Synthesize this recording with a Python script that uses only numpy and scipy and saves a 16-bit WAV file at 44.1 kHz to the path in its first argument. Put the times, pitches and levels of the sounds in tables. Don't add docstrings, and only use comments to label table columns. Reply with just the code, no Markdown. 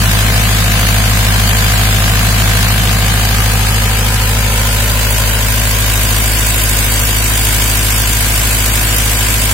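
import sys
import numpy as np
from scipy import signal
from scipy.io import wavfile
from scipy.ndimage import uniform_filter1d

SR = 44100
rng = np.random.default_rng(int(sys.argv[2]) if len(sys.argv) > 2 else 0)


def volts_from_decibels(level):
    exponent = np.asarray(level, float) / 20
    return 10 ** exponent


def store_pcm(level_fs):
    pcm = np.round(np.clip(level_fs, -1, 1) * 32767).astype(np.int16)
    wavfile.write(sys.argv[1], SR, np.atleast_2d(pcm).T)


N = 420273

# time in s, distance as a share (0 by the sump, 1 standing back).
STANCE = [
    (0, 0),
    (2.6, 0.0009),
    (3.4, 0.16),
    (4.2, 0.37),
    (5.0, 0.59),
    (5.8, 0.71),
    (6.4, 0.95),
    (9.53, 1),
]
BURST_AT = .37
LEFT_RIGHT = np.array([[1], [-1]])


def in_time(rows):
    s, *columns = np.transpose(rows)
    return [np.interp(np.arange(N) / SR, s, c) for c in columns]


def at_hz(points, hz):
    f, *columns = np.transpose(points)
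    return np.squeeze([np.interp(np.log(hz), np.log(f), c) for c in columns])


def drift(rate_hz):
    pole = np.exp(-80 * np.pi * rate_hz / SR)
    noise = rng.standard_normal(N // 40 + 2002)
    slow = signal.lfilter([1], [1, -2 * pole, pole * pole], noise)[2000:]
    return np.interp(np.arange(N) / 40, np.arange(len(slow)), slow / slow.std())


def blend(near, far, away):
    return near + (far - near) * away


def panned(hz, away):
    # frequency in Hz, level difference in dB; by the sump, then standing back.
    balance_near = [(60, 1.5), (110, 2), (200, 1), (380, -2.5), (700, 1.5), (1290, -2.5), (2380, 5.5),
                    (4400, 1.5), (8120, -2), (15000, -8)]
    balance_far = [(60, 1.5), (110, 1), (200, 4.5), (380, 0), (700, 1), (1290, -1.5), (2380, 7.5),
                   (4400, 0.5), (8120, -1), (15000, -10)]
    half_db = blend(at_hz(balance_near, hz), at_hz(balance_far, hz), away) / 2
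    return volts_from_decibels(np.array([half_db, -half_db]))


def stereo(mid, side, hz, away):
    # frequency in Hz, correlation by the sump, correlation standing back.
    likeness = [(60, .99, .99), (110, .99, .99), (200, 0.01, 0.65), (380, 0.96, 0.94), (710, 0.72, 0.81),
                (1290, 0.43, 0.23), (2380, 0.053, 0), (15000, 0, 0.16)]
    alike = np.clip(blend(*at_hz(likeness, hz), away), 0, 1)
    return np.sqrt((1 + alike) / 2) * mid + np.sqrt((1 - alike) / 2) * side * LEFT_RIGHT


def hum(cycle, away):
    # multiple of the cycle, level by the sump in dB, level standing back in dB.
    orders = [(2, -49, -55), (3, -59, -54), (4, -15, -16), (5, -40, -43), (6, -57, -61), (7, -35, -41),
              (8, -16, -20), (9, -32.5, -35), (10, -40, -40.5), (11, -37, -34), (12, -31.5, -48.5),
              (13, -26.5, -42.5), (14, -34.5, -41.5), (15, -46, -46.5), (15.93, -30.5, -49),
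              (16.92, -42, -41), (17.6, -67, -62), (18.83, -42, -59), (20.13, -47.5, -38), (21, -44, -44),
              (21.7, -46.5, -65)]
    octave_lead_rad = 1.85
    boom_order, boom_slope_rad = 10.3, 1.9
    waver_db = 0.2
    tone_db = blend(-14, -15.5, away) + waver_db * drift(1.5)
    octave_db = blend(-15, -20.0, away) + waver_db * drift(1.5)
    turn = 2 * np.pi * cycle
    out = volts_from_decibels(tone_db) * np.cos(4 * turn) * panned(53, away)
    out += volts_from_decibels(octave_db) * np.cos(8 * turn + octave_lead_rad) * panned(106, away)
    for order, near_db, far_db in orders:
        if order not in (4, 8):
            lead_rad = octave_lead_rad - boom_slope_rad * max(order - boom_order, 0)
            level = volts_from_decibels(blend(near_db, far_db, away) + .7 * drift(2.5))
            out += level * np.cos(order * turn + lead_rad) * panned(order * 13, away)
    return np.sqrt(2) * out


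def knock(cycle, away, scatter=.35):
    # frequency in Hz, level by the sump in dB, level standing back in dB, t60 in s.
    modes = [(330.5, -30, -30.5, 0.15), (393, -39.5, -36, 0.12), (501.4, -29.5, -30, 0.061),
             (563, -29.5, -31, 0.097), (639.5, -25, -30.5, 0.079), (698.6, -23, -31, 0.076),
             (771.3, -26.5, -31, 0.079), (900, -29.5, -33.5, 0.068), (995, -27, -29.5, .06),
             (1052, -25.5, -31.5, 0.06), (1213, -22.5, -37, 0.049), (1294, -21, -37, 0.029),
             (1436, -28.5, -27, 0.095), (1555, -23, -26.5, 0.072), (1624, -21.5, -23, 0.079),
             (1770, -18, -32, 0.042), (2017, -27, -33.5, 0.072), (2252, -22, -21, 0.036),
             (2600, -34.5, -27.5, 0.056), (3004, -20, -18.5, 0.027), (3590, -29, -44, .03),
             (4400, -43, -57, 0.018)]
    firing = np.floor(4 * cycle - BURST_AT + .1).astype(int)
    at = np.flatnonzero(np.diff(firing)) + 1
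    cylinder = firing[at] % 4
    there = away[at]
    turn = there * np.pi / 2
    out = 0
    for hz, near_db, far_db, t60_s in modes:
        near, far = rng.choice([-1, 1], (2, 2, 4)) * rng.uniform(.5, 1.5, (2, 2, 4))
        strike = np.cos(turn) * near[:, cylinder] + np.sin(turn) * far[:, cylinder]
        strike += scatter * rng.standard_normal(strike.shape)
        level = volts_from_decibels(blend(near_db, far_db, there)) * panned(hz, there)
        clicks = np.full((2, N), 1e-18)
        clicks[:, at] = stereo(*strike, hz, there) * level
        r, w = volts_from_decibels(-60 / (t60_s * SR)), 2 * np.pi * hz / SR
        out = out + signal.lfilter([0, np.sin(w)], [1, -2 * r * np.cos(w), r * r], clicks)
    return out


def bursts(cycle, sharp=1.6, scatter=.12):
    strength = [1.04, 0.81, 1.19, 1.09]
    beat = 4 * cycle - BURST_AT + .5
    firing = np.floor(beat).astype(int)
    size = np.array(strength)[firing % 4] * (1 + scatter * rng.standard_normal(N)[firing])
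    swell = size * np.sin(np.pi * (beat % 1)) ** (2 * sharp)
    return swell - swell.mean()


def rush(edges, near, far, away, swell, patchy_db, treble_db=0):
    # frequency in Hz, then left near, right near, left far, right far in dB.
    depths = [(300, -2.5, 1, 4, .5), (1500, 3.5, 4.5, 1.5, 1), (4000, 3, 1.5, 3.5, 0.5),
              (7950, 6, 3, 0.5, 7), (14000, -3, 5.5, 7, 7)]
    out, together, white = 0, drift(12), rng.standard_normal((2, 2, N))
    for k, (low, high) in enumerate(zip(edges, edges[1:])):
        band = signal.butter(2, [low, high], "band", fs=SR, output="sos")
        mid, side = signal.sosfilt(band, white[k % 2])
        hz = np.sqrt(low * high)
        left_near, right_near, left_far, right_far = at_hz(depths, hz)
        depth_db = np.array([blend(left_near, left_far, away), blend(right_near, right_far, away)])
        db = blend(at_hz(near, hz), at_hz(far, hz), away)
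        db = db + patchy_db * (0.21 * together + drift(11.6))
        turned_db = np.clip(np.log2(hz / 8000), 0, 1) * treble_db / 2
        level = volts_from_decibels(db + depth_db * swell + turned_db * LEFT_RIGHT)
        out = out + level * panned(hz, away) * stereo(mid, side, hz, away)
    power = np.mean(out ** 2, axis=0)
    return out / np.sqrt(blend(power[away < .1].mean(), power[away > .9].mean(), away))


def body_rush(away, swell):
    # frequency in Hz, density in dB per Hz; by the sump, then standing back.
    body_near = [(25, 0), (60, -2), (95, 6.5), (200, 9), (300, -6), (400, -1), (700, 0), (950, -1),
                 (1300, 4.5)]
    body_far = [(25, 5), (60, 4), (110, 6), (200, 3.5), (320, -4), (480, 0), (700, 3), (1000, 0.5),
                (1300, 7.5)]
    noise = rush(np.geomspace(22, 1300, 15), body_near, body_far, away, swell, patchy_db=.6)
    return volts_from_decibels(-23 + blend(0.018, -3.0, away)) * noise


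def clatter(away, swell, turn_db):
    # frequency in Hz, density in dB per Hz; by the sump, then standing back.
    clatter_near = [(760, -34), (1300, -4), (1400, -12.5), (1520, -3.5), (2190, -4), (2560, -3.5),
                    (2760, -3), (2910, -4), (3940, -5.5), (5110, -6.5), (5670, -13), (6230, -7.5),
                    (8270, -9.5), (12000, -11), (15800, -15)]
    clatter_far = [(760, -39), (1300, -8.5), (1640, 1), (1720, -2.5), (2790, -1), (3400, -3), (3770, -2.5),
                   (4150, -6), (4650, -3), (5270, -6), (8090, -1), (9770, -4), (10500, -7), (11300, -5),
                   (15800, -10.5)]
    edges = np.geomspace(1300, 16500, 25)
    noise = rush(edges, clatter_near, clatter_far, away, swell, patchy_db=.6, treble_db=-turn_db)
    shade_db = -0.47 * np.sin(np.pi * away)
    return volts_from_decibels(blend(-18, -16.5, away) + shade_db + 3.0) * noise


def fan(cycle, away):
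    # multiple of the blade rate, level by the sump in dB, level standing back in dB.
    harmonics = [(1, -30.5, -31.5), (2, -37.5, -37.5), (3, -36.5, -42)]
    blades_per_cycle = 17.915
    blades = 2 * np.pi * blades_per_cycle * cycle + 0.29 * drift(1.64)
    out = 0
    for k, near_db, far_db in harmonics:
        out = out + volts_from_decibels(blend(near_db, far_db, away) + 0.67 * drift(3.7)) * np.sin(k * blades)
    return np.sqrt(2) * out * panned(220, away)


def gears(cycle, away):
    # multiple of the cycle, level by the sump in dB, level standing back in dB.
    meshes = [(30, -46, -41.5), (48.07, -44.5, -42.5), (68, -54, -46.5), (75.2, -46, -38.5),
              (77, -39.5, -38), (80.6, -48, -57), (107.7, -45, -51), (120.4, -55, -39.5)]
    out = 0
    for order, near_db, far_db in meshes:
        level = volts_from_decibels(blend(near_db, far_db, away) + .8 * drift(3.5))
        phase = 2 * np.pi * order * cycle + .25 * drift(2.5)
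        out = out + level * np.sin(phase) * panned(order * 13, away)
    return np.sqrt(2) * out


def door_frame(x, away):
    band = signal.sosfilt(signal.butter(1, [300, 2000], "band", fs=SR, output="sos"), x)
    late = np.arange(N) - blend(.0025, .0017, away) * SR
    share = .7 * np.sin(np.pi * away ** 0.71) ** 2
    return share * np.array([np.interp(late, np.arange(N), v) for v in band])


def thin_out(x):
    # frequency in Hz, threshold in dB against the broad spectrum.
    drops = [(1500, -25), (2500, -6.5), (3500, -1.5), (5500, 0), (7400, -1), (10000, -.5), (12000, -3),
             (15500, -3)]
    # centre in Hz, width in Hz, added threshold by the sump and standing back in dB.
    hollows = [(4150, 130, 0, 6), (5450, 200, 4, 5), (6250, 130, 1, 5), (8500, 250, 3, 1),
               (10400, 250, 2, 4)]
    patch_db = 5.0

    def broad(v):
        power = uniform_filter1d(np.abs(v) ** 2, size=5, axis=2)
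        return np.sqrt(np.abs(uniform_filter1d(power, size=91, axis=1)) + 1e-16)

    mid_side = np.array([x[0] + x[1], x[0] - x[1]]) / 2
    hz, s, lines = signal.stft(mid_side, SR, window="cosine", nperseg=2048)
    chance = rng.standard_normal(lines.shape) * .6 + rng.standard_normal(lines.shape[1:]) * .8
    patch = uniform_filter1d(uniform_filter1d(chance, size=11, axis=1), size=2, axis=2)
    level, away = broad(lines), np.interp(s, *np.transpose(STANCE))
    threshold_db = at_hz(drops, hz + 1)[:, None] + patch_db * patch / patch.std()
    for mid_hz, wide_hz, near_db, far_db in hollows:
        shape = np.exp(-((hz - mid_hz) / wide_hz) ** 2)
        threshold_db = threshold_db + np.outer(shape, blend(near_db, far_db, away))
    kept = lines * (np.abs(lines) > level * volts_from_decibels(threshold_db))
    kept = kept * np.minimum(level / broad(kept), 2)
    mid, side = signal.istft(kept, SR, window="cosine", nperseg=2048)[1][:, :N]
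    return np.array([mid + side, mid - side])


def scene():
    # time in s, four-stroke cycles per s.
    speed = [(0, 13.232), (.55, 13.234), (1.05, 13.22), (1.55, 13.238), (2.05, 13.21), (2.55, 13.208),
             (3.05, 13.227), (3.55, 13.217), (4.05, 13.194), (4.55, 13.214), (5.05, 13.222), (5.55, 13.24),
             (6.05, 13.221), (6.55, 13.23), (7.05, 13.205), (7.55, 13.205), (8.05, 13.223), (9.53, 13.223)]
    # time in s, lean of the top octave to the right in dB.
    hand_turn = [
        (0, -1),
        (3.2, -1.5),
        (4.7, -1.5),
        (5.1, 4),
        (6.2, 3),
        (7.2, 3.5),
        (8.6, 1.5),
        (9.53, 1),
    ]
    cycle = .0715 + np.cumsum(in_time(speed)[0]) / SR
    away = np.clip(in_time(STANCE)[0], 0, 1)
    turn_db, swell = in_time(hand_turn)[0], bursts(cycle)
    sway = volts_from_decibels(0.25 * drift(0.79))
    bass_lean_db = 0.37 * turn_db / 2
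    out = hum(cycle, away) * volts_from_decibels(bass_lean_db * LEFT_RIGHT)
    block = sway * (volts_from_decibels(-2.5) * knock(cycle, away) + body_rush(away, swell))
    out += block + door_frame(block, away)
    out += sway * clatter(away, swell, turn_db)
    out += fan(cycle, away) + gears(cycle, away)
    left_lag_s = .00015 * (1 - away)
    late = np.arange(N) - np.round(left_lag_s * SR).astype(int)
    return np.array([out[0, np.clip(late, 0, N - 1)], out[1]])


def top_cut(x):
    return signal.sosfilt(signal.butter(12, 16950, fs=SR, output="sos"), x)


def record(dry):
    low_pass = signal.ellip(12, .5, 80, 15780, fs=SR, output="sos")
    cut = signal.sosfilt(low_pass, np.clip(dry, -.9, .9))
    return top_cut(thin_out(cut))


dry = scene()
out = record(dry)
store_pcm(out)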